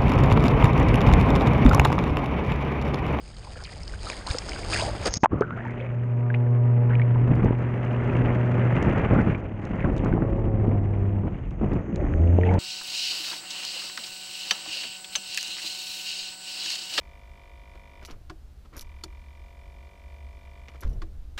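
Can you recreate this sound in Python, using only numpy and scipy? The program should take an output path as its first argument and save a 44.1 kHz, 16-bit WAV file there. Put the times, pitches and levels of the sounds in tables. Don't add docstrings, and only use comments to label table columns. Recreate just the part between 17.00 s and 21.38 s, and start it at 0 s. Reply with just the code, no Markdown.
import sys
import numpy as np
from scipy import signal
from scipy.fft import rfft, irfft, next_fast_len
from scipy.io import wavfile
from scipy.ndimage import uniform_filter1d

SR = 44100
rng = np.random.default_rng(int(sys.argv[2]) if len(sys.argv) > 2 else 0)


def dump(signal):
    limited = np.clip(np.atleast_2d(signal).T, -1, 1)
    pcm = np.round(limited * 32767).astype(np.int16)
    wavfile.write(sys.argv[1], SR, pcm)


N = 193025
T = np.arange(N) / SR
RING_T = T[:SR // 3]

# switched on in seconds, switched off in seconds.
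PUMP_RUNS = [(-1.9253, 1.04), (1.76, 3.765)]
# frequency in Hz, width in Hz, relative level in dB, delay in seconds after each turn's knock.
PUMP_RESONANCES = [(242, 46, -11, 0.0017), (372.7, 35, -4.5, 0.0053), (466, 40, -8, 0.0121),
                   (567, 33.6, 2.5, 0.00995), (680.7, 37, 4, 0.01), (957.7, 51.7, 2, 0.006),
                   (1063, 101, -4.5, 0.0019), (1178, 25, -10, 0.0025), (1467, 38, -9.5, 0.0034),
                   (1771, 19, -6.5, 0.0048), (2001, 66, -3, 0.00396), (2244, 169, -6.5, 0.00206),
                   (2368, 57.5, -2, 0.00051), (2400, 41, -11.5, 0.00742), (2785, 23, -10, 0.0011),
                   (3026, 41, -12, 0.0033), (3152, 600, -19, 0.00113), (3544, 110, -13, 0.0077),
                   (4880, 660, -31, 0.0067), (5130, 810, -30, 0.00044)]
PUMP_START_HZ, PUMP_TOP_HZ, PUMP_CLIMB_S, COAST_HZ_PER_S = 41.15, 51.229, 1.1915, 39
KNOCK_PHASE = .515
RATTLE_DB, RATTLE_DB_PER_HZ, SURGE_DB, SURGE_S, RATTLE_T60_S = -56.5, 0.9, 8, 0.47, .42
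DRONE_DB, DRONE_DB_PER_HZ, DRONE_T60_S = -60.5, -0.02, 1.3
UNLOADED_DB, LOAD_AFTER_S, LOAD_RAMP_S = -7.5, .62, 0.04


def pump(on, off, scatter_db=0.9, hiss_db=-17, shaft_db=-61.0):
    age = np.maximum(T - on, 0)
    coasting = np.maximum(T - off, 0)
    lacking_hz = (PUMP_TOP_HZ - PUMP_START_HZ) * np.exp(-age / PUMP_CLIMB_S)
    speed = (T >= on) * np.maximum(PUMP_TOP_HZ - lacking_hz - COAST_HZ_PER_S * coasting, 0)
    gained_hz = PUMP_TOP_HZ - PUMP_START_HZ - lacking_hz[0]
    earlier_turns = PUMP_TOP_HZ * age[0] - PUMP_CLIMB_S * gained_hz
    turns = earlier_turns % 1 + np.cumsum(speed) / SR - KNOCK_PHASE

    knock_at = np.interp(np.arange(int(turns[-1])), turns, np.arange(N))
    sample, part = knock_at.astype(int), knock_at % 1
    force = undb(scatter_db * rng.standard_normal(len(knock_at)))
    knocks = np.bincount(sample, force * (1 - part), N)
    knocks = knocks + np.bincount(sample + 1, force * part, N)
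    drone = knocked(knocks, [row for row in PUMP_RESONANCES if row[0] < 820])
    rattle = knocked(knocks, [row for row in PUMP_RESONANCES if row[0] >= 820])

    hiss_colour = [(200, -42), (700, -21), (2300, 8.5), (5000, 1.5), (9000, -7.5), (15000, -34)]
    hiss = np.cos(np.pi * (turns - .2)) ** 2 * noise(hiss_colour)
    shaft = -np.sin(2 * np.pi * turns)

    unloaded = .5 - .5 * np.tanh((age - LOAD_AFTER_S) / (2 * LOAD_RAMP_S))
    drone_gain = undb(DRONE_DB - DRONE_DB_PER_HZ * lacking_hz + UNLOADED_DB * unloaded)
    surge_db = SURGE_DB * np.exp(-age / SURGE_S)
    rattle_gain = undb(RATTLE_DB - RATTLE_DB_PER_HZ * lacking_hz + surge_db)
    bright = rattle_gain * (rattle + undb(hiss_db) * unit(hiss))
    driven = (bright + undb(shaft_db) * shaft) * decay(coasting, RATTLE_T60_S)
    low = drone_gain * drone * decay(coasting, DRONE_T60_S)
    return (T >= on) * (driven + low)


def knocked(knocks, resonances):
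    response = sum(undb(db) * resonance(hz, width, lag) for hz, width, db, lag in resonances)
    full_speed_rms = np.sqrt(np.sum(response ** 2) * PUMP_TOP_HZ / SR)
    return signal.oaconvolve(knocks, response)[:N] / full_speed_rms


def resonance(hz, width, lag, in_step_s=.0038):
    rate = 2 * np.pi * width
    age = np.maximum(RING_T - lag, 0)
    swelling = 2 / SR * rate ** 2 * age * np.exp(-rate * age)
    return swelling * np.sin(2 * np.pi * hz * (RING_T - in_step_s))


# time in seconds, half length of the scrape in seconds, scrape level in dB,
# jolt level in dB, length of the jolt in seconds.
KEY_TURNS = [(1.1, 0.011, -47, -40, 0.097), (1.77, 0.0098, -49, -42, 0.083),
             (3.836, 0.0066, -43.5, -26, .135)]
# time in seconds, level in dB.
CATCHES = [(0.759, -55), (1.031, -49.5), (1.658, -56.5), (1.74, -49.5), (3.691, -59), (3.755, -52)]
# frequency in Hz, relative level in dB.
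SCRAPE_BODY = [(100, 5.5), (220, -1), (300, 7.5), (400, 1.5), (550, 0.5), (850, -4), (1000, 1.5),
               (1250, 2.5), (1500, -2.5), (2000, -8.5), (4000, -34)]
# frequency in Hz, relative level in dB.
SCRAPE_RASP = [(600, 13), (1500, -28), (2100, 8), (3200, 2.5), (4200, -0.5), (5500, -2.5), (7000, -8),
               (8500, -19.5), (15000, -31)]
CATCH_HALF_S, RASP_DB = 0.0084, -4.5
RUB_LAG_S, RUB_HALF_S, RUB_DB = .02, .022, -9


def lock():
    catches = strokes([(s, CATCH_HALF_S, db) for s, db in CATCHES])
    scrapes = strokes([(s, half, db) for s, half, db, *_ in KEY_TURNS])
    rubs = strokes([(s + RUB_LAG_S, RUB_HALF_S, db + RUB_DB) for s, _, db, *_ in KEY_TURNS])
    body = grit(SCRAPE_BODY, grain_db=3)
    rasp = grit(SCRAPE_RASP, grain_db=-6)
    return (catches + scrapes + rubs) * (body + undb(RASP_DB) * rasp)


# time in seconds, ring level in dB, tick level in dB, treble lift in dB per octave.
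CLINKS_AND_CLICK = [(1.05, -50, -33, -9), (1.073, -47, -52, -11), (1.11, -47.5, -40.5, -13),
                    (1.7662, -45, -38, -2), (1.778, -41, -45, 1), (1.79, -41, -58, 0),
                    (1.81, -37, -34.5, -4.5), (3.6841, -61, -33.5, -24.5), (3.8074, -43.5, -46.5, 1),
                    (3.8957, -56, -53, -6), (3.9305, -55, -60, -12)]
# frequency in Hz, time to fall 60 dB in seconds, relative level in dB.
KEY_MODES = [(2940, 0.044, -20.5), (4350, 0.044, -21), (5420, 0.017, -3.5), (5860, 0.056, -7),
             (6840, 0.03, -14), (9100, 0.025, -29), (10130, 0.084, -19.5), (11200, 0.017, -4),
             (12400, 0.039, -14), (11930, 0.027, -5.5), (13250, 0.029, -20), (14600, 0.048, -21)]
# frequency in Hz, relative level in dB.
SLIDE_COLOUR = [(500, -10), (2500, -10), (4400, 5), (6800, 2), (8300, -2), (10200, 0.5), (11800, -5),
                (12500, -2), (13900, -8), (14600, -12), (15500, -10)]
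REBOUND_S, REBOUND_DB = .0052, -6.5
SLIDE_LAG_S, SLIDE_HALF_S, SLIDE_DB = 0.012, 0.0057, -11


def keys_and_detent(scatter_db=2.5, tick_t60=0.01):
    out = np.zeros(N)
    tick_colour = [(300, -8.5), (1500, -11.5), (2500, -8), (6500, 5), (8300, -4.5), (11500, 3.5), (15500, -1)]
    for s, ring_db, tick_db, lift_db in CLINKS_AND_CLICK:
        lifted = [(hz, db + lift_db * np.log2(max(hz, 2500))) for hz, db in tick_colour]
        for lag, gain in [(0, 1), (REBOUND_S, undb(REBOUND_DB))]:
            ring = np.zeros(len(RING_T))
            for hz, t60, db in KEY_MODES:
                mode_db = db + lift_db * np.log2(hz / 7000) + scatter_db * rng.standard_normal()
                ring += undb(mode_db) * mode(hz, t60, 8.0)
            tick = fade(tick_t60, 0.000082) * noise(lifted, len(RING_T))
            add(out, s + lag, gain * (undb(ring_db) * ring + undb(tick_db) * tick))
    slides = strokes([(s + SLIDE_LAG_S, SLIDE_HALF_S, tick_db + lift_db + SLIDE_DB)
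                      for s, _, tick_db, lift_db in CLINKS_AND_CLICK])
    return out + grit(SLIDE_COLOUR, grain_db=-5.5) * slides


# time in seconds, level in dB, stroke (0 drops out, 1 pulls in).
SOLENOID_CLICKS = [(1.2971, -34, 0), (2.0369, -31, 1), (4.0181, -34.5, 0)]
# frequency in Hz, time to fall 60 dB in seconds, relative level in dB dropping out, then pulling in.
SOLENOID_MODES = [(321.5, 0.14, 2, -5), (368, 0.11, 0.5, -4), (411, 0.059, 0.5, -3), (722, 0.08, -5.5, -19),
                  (919, 0.045, -3.5, -5), (1070, 0.032, 5, -12), (1170, 0.034, 6, -11), (1334, 0.016, 8, 6),
                  (1460, 0.017, 8, -14), (1660, 0.056, -8, -23), (2205, 0.013, -2, -23),
                  (2370, 0.054, -18, -22), (3050, 0.023, -15, -5), (3483, 0.022, -12.5, 1),
                  (4420, 0.017, -7.5, 6), (4720, 0.011, -6.5, 3), (4900, 0.019, -27, -22),
                  (6100, 0.029, -32, -20), (7060, 0.032, -24, -8.5)]
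# frequency in Hz, relative level in dB.
CRACK_COLOURS = [
    [(150, 10), (600, -6), (1200, 2), (2500, -7), (5000, -11.5), (8000, -22.5), (15000, -35)],
    [(150, 9), (600, -17), (1500, -1), (3200, -7), (5000, 7), (8000, -6), (12000, -15.5), (15500, -14)],
]


def solenoid(build_cycles=6.7, drop_crack_db=-1, pull_crack_db=2, drop_t60=0.053, pull_t60=0.033,
             echo_s=0.02, echo_db=-13):
    out = np.zeros(N)
    crack_shapes = [undb(drop_crack_db) * fade(drop_t60, 0.0015), undb(pull_crack_db) * fade(pull_t60, 0.0017)]
    echo_colour = [(80, -16), (160, 29), (380, -19), (600, 21), (1300, -22), (2200, -16), (4500, -18.0),
                   (9000, -50)]
    ringing = [mode(hz, t60, build_cycles) for hz, t60, *_ in SOLENOID_MODES]
    for s, db, stroke in SOLENOID_CLICKS:
        k = int(round(stroke))
        body = sum(undb(row[2 + k]) * ring for row, ring in zip(SOLENOID_MODES, ringing))
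        crack = crack_shapes[k] * noise(CRACK_COLOURS[k], len(RING_T))
        add(out, s, undb(db) * (body + crack))
        echo = fade(0.036, 0.00085) * noise(echo_colour, len(RING_T))
        add(out, s + echo_s, undb(db + echo_db) * echo)
    return out


# frequency in Hz, relative level in dB.
THUD_COLOUR = [(8, -1), (18, -1.5), (35, 1.5), (60, -10), (85, -12), (140, -28), (250, -36.5), (500, -39.5),
               (1200, -57), (4000, -79)]
JOLT_ATTACK_S, JOLT_RELEASE_S, SHUDDER_DB, SHUDDER_T60_S = 0.014, 0.031, -10, 2.3


def thuds():
    rumble, out = grit(THUD_COLOUR, grain_db=2), np.zeros(N)
    for s, _, _, db, length in KEY_TURNS:
        after = np.maximum(T - s - length, 0)
        shudder = undb(SHUDDER_DB) * decay(after, SHUDDER_T60_S)
        release = np.maximum(np.exp(-after / JOLT_RELEASE_S), shudder)
        jolt = np.clip((T - s) / JOLT_ATTACK_S, 0, 1) * release
        strength = np.sqrt(np.average(rumble ** 2, weights=jolt ** 2))
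        out += undb(db) * jolt * rumble / strength
    return out


# frequency in Hz, relative level in dB per Hz.
CABIN_COLOUR = [(10, -19), (25, -3), (48, 1), (65, 0.5), (88, -17), (150, -20.5), (250, -23.5), (450, -30),
                (1000, -35), (2000, -40.5), (4500, -43.5), (8000, -49.5), (15000, -53)]
# time in seconds, level in dB.
HUM_LEVELS = [(0.0, -63), (2.41, -49.5), (2.73, -53), (3.23, -44.5), (3.45, -52), (4.3, -51.5)]
CABIN_DB, HUM_HZ, HUM_GAIN_DB = -47.5, 70.8, 1


def cabin(waver_db=2.0, waver_hz=0.9, upper_hz=122, upper_db=-64):
    pitch = HUM_HZ + waver_hz * walk(9)
    level_db = np.interp(T, *np.transpose(HUM_LEVELS)) + HUM_GAIN_DB + waver_db * walk(11)
    hum = np.sqrt(2) * undb(level_db) * np.sin(2 * np.pi * np.cumsum(pitch) / SR)
    upper_gain = undb(upper_db + waver_db * walk(2.7))
    upper = upper_gain * np.sin(2 * np.pi * np.cumsum(upper_hz + walk(4.6)) / SR)
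    return undb(CABIN_DB) * noise(CABIN_COLOUR) + hum + upper


def undb(db):
    return 10 ** (np.asarray(db) / 20)


def unit(x):
    return x / np.sqrt(np.mean(x ** 2))


def colour(x, points):
    hz, db = np.transpose(points)
    f = np.maximum(np.fft.rfftfreq(len(x), 1 / SR), 1)
    gain = undb(np.interp(np.log(f), np.log(hz), db))
    return irfft(rfft(x) * gain, len(x))


def noise(points, size=N):
    white = rng.standard_normal(next_fast_len(size))
    return unit(colour(white, points)[:size])


def grit(points, grain_db):
    grains = rng.standard_normal(N) * undb(grain_db * walk(900))
    padded = np.pad(grains, (0, next_fast_len(N) - N))
    return unit(colour(padded, points)[:N])


def walk(rate):
    k = int(SR / rate)
    steps = np.repeat(rng.standard_normal(N // k + 1), k)
    return unit(uniform_filter1d(steps, k)[:N])


def decay(age, t60):
    return np.exp(-np.log(1000) * age / t60)


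def fade(t60, rise):
    return (1 - np.exp(-RING_T / rise)) * decay(RING_T, t60)


def mode(hz, t60, build_cycles):
    return fade(t60, build_cycles / hz) * np.sin(2 * np.pi * (hz * RING_T + rng.random()))


def swell(s, half_length):
    return np.exp(-.5 * ((T - s) / half_length) ** 2)


def strokes(table):
    return sum(undb(db) * swell(s, half) for s, half, db in table)


def add(out, s, sound):
    i = int(s * SR)
    out[i:i + len(sound)] += sound[:N - i]


def scene():
    pumps = sum(pump(on, off) for on, off in PUMP_RUNS)
    return (pumps + lock() + keys_and_detent() + solenoid() + thuds() + cabin())[None]


def record(dry):
    low_pass = signal.ellip(10, .2, 70, 15300, fs=SR, output="sos")
    return signal.sosfilt(low_pass, dry)


dry = scene()
out = record(dry)
dump(out)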